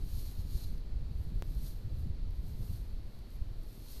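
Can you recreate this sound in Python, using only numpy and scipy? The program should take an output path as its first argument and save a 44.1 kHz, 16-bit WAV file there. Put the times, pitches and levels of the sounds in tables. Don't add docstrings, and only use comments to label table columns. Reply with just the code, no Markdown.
import sys
import numpy as np
from scipy import signal
from scipy.fft import rfft, irfft
from scipy.io import wavfile
from scipy.ndimage import uniform_filter1d

SR = 44100
rng = np.random.default_rng(int(sys.argv[2]) if len(sys.argv) > 2 else 0)


def output_pcm(signal):
    pcm = np.clip(np.atleast_2d(signal).T, -1, 1) * 32767
    wavfile.write(sys.argv[1], SR, np.round(pcm).astype(np.int16))


N = 176400

# (frequency [Hz], relative level [dB])
STALK_SPECTRUM = [(1500, -31), (3200, -8), (4300, -2), (5300, -4.5), (6900, -8), (7600, -10), (8400, -5),
                  (9400, -3.5), (10200, -7), (11300, -0.5), (12400, 3.5), (13300, -2), (14000, -5)]


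def straw(t):
    # (peak time [s], rise [s], fall [s], level [dB], bundle weighting [dB])
    pulls = [(0.19, .115, 0.11, -58.5, 0.5), (0.29, 0.064, 0.043, -62, 1), (0.40, 0.044, 0.024, -65, 4.5),
             (0.59, 0.087, 0.079, -58, 3), (1.24, 0.092, 0.06, -70.5, -15), (1.53, 0.096, 0.19, -66, -2),
             (1.675, 0.066, 0.045, -58, -0.5), (2.00, 0.049, 0.043, -68.5, -14),
             (2.36, 0.032, 0.055, -72.5, -10), (2.485, 0.041, 0.053, -66, -8), (2.70, 0.1, 0.1, -62, -2.5),
             (3.14, 0.21, 0.19, -75, -5), (3.34, 0.037, .045, -68.5, -19), (3.75, 0.12, 0.18, -65.5, -18),
             (3.93, 0.065, 0.11, -58, 1.5)]
    # (frequency [Hz], relative level [dB])
    bundle_spectrum = [(500, -15), (1200, -8.5), (2000, -10.5), (3100, -7), (3700, -4), (4200, 6),
                       (4900, -3), (5900, -7), (7000, -3.5), (7700, -30), (9000, -14.5), (14000, -19)]
    shape, bundle_trim_db = 1.3, -5
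    stalk_power, bundle_power = 0, 0
    for peak, rise, fall, db, bundle_db in pulls:
        from_peak = np.abs(t - peak) / np.where(t < peak, rise, fall)
        swell = undb(db) * np.exp(-from_peak ** shape / 2 * shape)
        stalk_power += swell ** 2
        bundle_power += (swell * undb(bundle_db)) ** 2
    catching = undb(0.65 * drift(rate_hz=43))
    stalks = crackle(clicks_per_s=9000) * np.sqrt(stalk_power) * catching
    bundle = crackle(clicks_per_s=2500) * np.sqrt(bundle_power) * catching
    return colour(stalks, STALK_SPECTRUM) + undb(bundle_trim_db) * colour(bundle, bundle_spectrum)


def crackle(clicks_per_s):
    spread_db, slide_db = 2.6, -2
    hits = rng.random(N) < clicks_per_s / SR
    sizes = undb(spread_db * np.minimum(rng.exponential(size=N), 5))
    clicks = unit(hits * sizes * np.sign(noise()))
    return unit(clicks + undb(slide_db) * noise())


def snaps(t):
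    # (time [s], level [dB], ring relative to tick [dB])
    breaks = [(0.576, -56, 1), (0.585, -58, -3), (0.641, -54, 3.5), (0.780, -57, -10), (1.301, -62, -10),
              (1.549, -53, -12), (1.666, -57, 2), (1.686, -55, -8), (1.708, -51, -16), (2.070, -61, -8),
              (2.3083, -59, -15), (3.19, -60, -5), (3.3043, -55, -22), (3.634, -57, -11), (3.728, -51, -18),
              (3.885, -54, -4)]
    # (frequency [Hz], relative level [dB])
    stem_spectrum = [(2000, -15), (3300, -8), (4000, 12), (4900, 2), (5700, -3), (9000, -15)]
    tick_decay_s, ring_decay_s = 0.00082, 0.0036
    ticks, rings = 0, 0
    for at, db, ring_db in breaks:
        onset, age = undb(db) * (t >= at), np.abs(t - at)
        ticks += onset * np.exp(-age / tick_decay_s)
        rings += onset * undb(ring_db) * np.exp(-age / ring_decay_s)
    return colour(ticks * noise(), STALK_SPECTRUM) + colour(rings * noise(), stem_spectrum)


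def rumble(t):
    # (frequency [Hz], relative level [dB])
    deep_spectrum = [(8, 1.5), (18, -2.5), (30, 4), (50, -5), (70, -7.5), (100, -14), (150, -29.5),
                     (250, -30.5), (600, -74.5)]
    upper_spectrum = [(40, -11.5), (70, -7.5), (100, -1), (135, -4), (190, -14.5), (270, -24), (450, -31),
                      (900, -62)]
    # (time [s], relative level [dB])
    deep_contour = [(0.0, -45.5), (0.04, -39.5), (1.2, -38.5), (1.7, -41.5), (2.1, -37), (2.17, -42.5),
                    (2.27, -36.5), (2.8, -42), (2.87, -37), (3.04, -46.5), (3.55, -41.5), (3.78, -51.5),
                    (4.0, -41)]
    upper_contour = [(0.0, -45.5), (0.27, -54), (0.45, -45.5), (0.65, -50), (1.05, -50.5), (1.3, -47.5),
                     (1.65, -46), (1.76, -55.5), (1.82, -43.5), (2.1, -44.5), (2.17, -54), (2.45, -42),
                     (2.7, -45), (2.97, -59.5), (3.35, -57.5), (3.52, -54), (4.0, -57.5)]
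    deep_trim_db, upper_trim_db = 3, -0.5
    lumps = undb(2.5 * drift(rate_hz=25))
    deep = steady(colour(noise(), deep_spectrum), window_s=0.12) * curve(t, deep_contour)
    upper = steady(colour(noise(), upper_spectrum), window_s=0.1) * curve(t, upper_contour)
    return lumps * (undb(deep_trim_db) * deep + undb(upper_trim_db) * upper)


def thuds(t):
    # (time [s], level [dB], pitch [Hz])
    bumps = [(0.057, -38.5, 145), (0.134, -31.5, 71), (0.393, -26.5, 83), (0.455, -31.5, 75),
             (0.729, -36, 171), (0.971, -28.5, 47), (1.115, -36, 141), (1.156, -29.5, 70),
             (1.211, -27, 70.4), (1.274, -38, 137), (1.322, -36, 153), (1.576, -25.5, 49),
             (1.858, -29.5, 91), (1.931, -44, 143), (1.983, -31, 63), (2.034, -31, 76), (2.058, -38.5, 215),
             (2.072, -30, 145), (2.108, -28.5, 78), (2.394, -27, 50), (2.444, -32, 129),
             (2.607, -32.5, 122), (2.701, -26.5, 84), (2.714, -38.5, 168), (2.746, -33.5, 99),
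             (3.352, -33.5, 47), (3.519, -39.5, 111), (3.779, -43.5, 220)]
    half_length_cycles, shape = 0.67, 1.44
    out = 0
    for at, db, hz in bumps:
        cycles = (t - at) * hz
        swell = np.exp(-np.abs(cycles / half_length_cycles) ** shape)
        out += undb(db) * swell * np.sin(2 * np.pi * (cycles + rng.random()))
    return out


def recorder_noise(t):
    # (frequency [Hz], relative level [dB])
    hiss_spectrum = [(100, 16.5), (250, 19.5), (400, 14.5), (630, 8.5), (1000, 2.5), (1500, -1),
                     (2200, -2.5), (3000, -3.5), (3600, -2.5), (4100, 1.5), (4450, 2.5), (4900, -5),
                     (5700, -10), (7500, -15.5), (10500, -16), (12400, -14), (14000, -16)]
    hiss_db = -58.5
    click_s, click_db, drain_s = 1.4233, -27.5, 0.006
    click = undb(click_db) * (t >= click_s) * np.exp(-np.abs(t - click_s) / drain_s)
    return undb(hiss_db) * colour(noise(), hiss_spectrum) + click


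def colour(x, spectrum):
    # (frequency [Hz], gain [dB])
    treble_edge = [(13500, 0), (14200, -45)]
    hz, db = np.array(spectrum).T
    freqs = np.maximum(np.fft.rfftfreq(N, 1 / SR), 1)
    gain = undb(np.interp(np.log(freqs), np.log(hz), db)) * curve(freqs, treble_edge)
    return irfft(rfft(x) * unit(gain), N)


def steady(x, window_s):
    return x / np.sqrt(uniform_filter1d(x ** 2, int(window_s * SR)))


def drift(rate_hz):
    width = int(SR / rate_hz)
    return unit(uniform_filter1d(uniform_filter1d(noise(), width), width))


def curve(axis, points):
    return undb(np.interp(axis, *np.array(points).T))


def noise():
    return rng.standard_normal(N)


def undb(db):
    return 10 ** (np.asarray(db) / 20)


def unit(x):
    return x / np.sqrt(np.mean(x ** 2))


def scene():
    t = np.arange(N) / SR
    return (straw(t) + snaps(t) + rumble(t) + thuds(t) + recorder_noise(t))[None]


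def record(dry):
    top_hz = 16200
    return signal.sosfilt(signal.ellip(10, .2, 70, top_hz, fs=SR, output="sos"), dry)


dry = scene()
out = record(dry)
output_pcm(out)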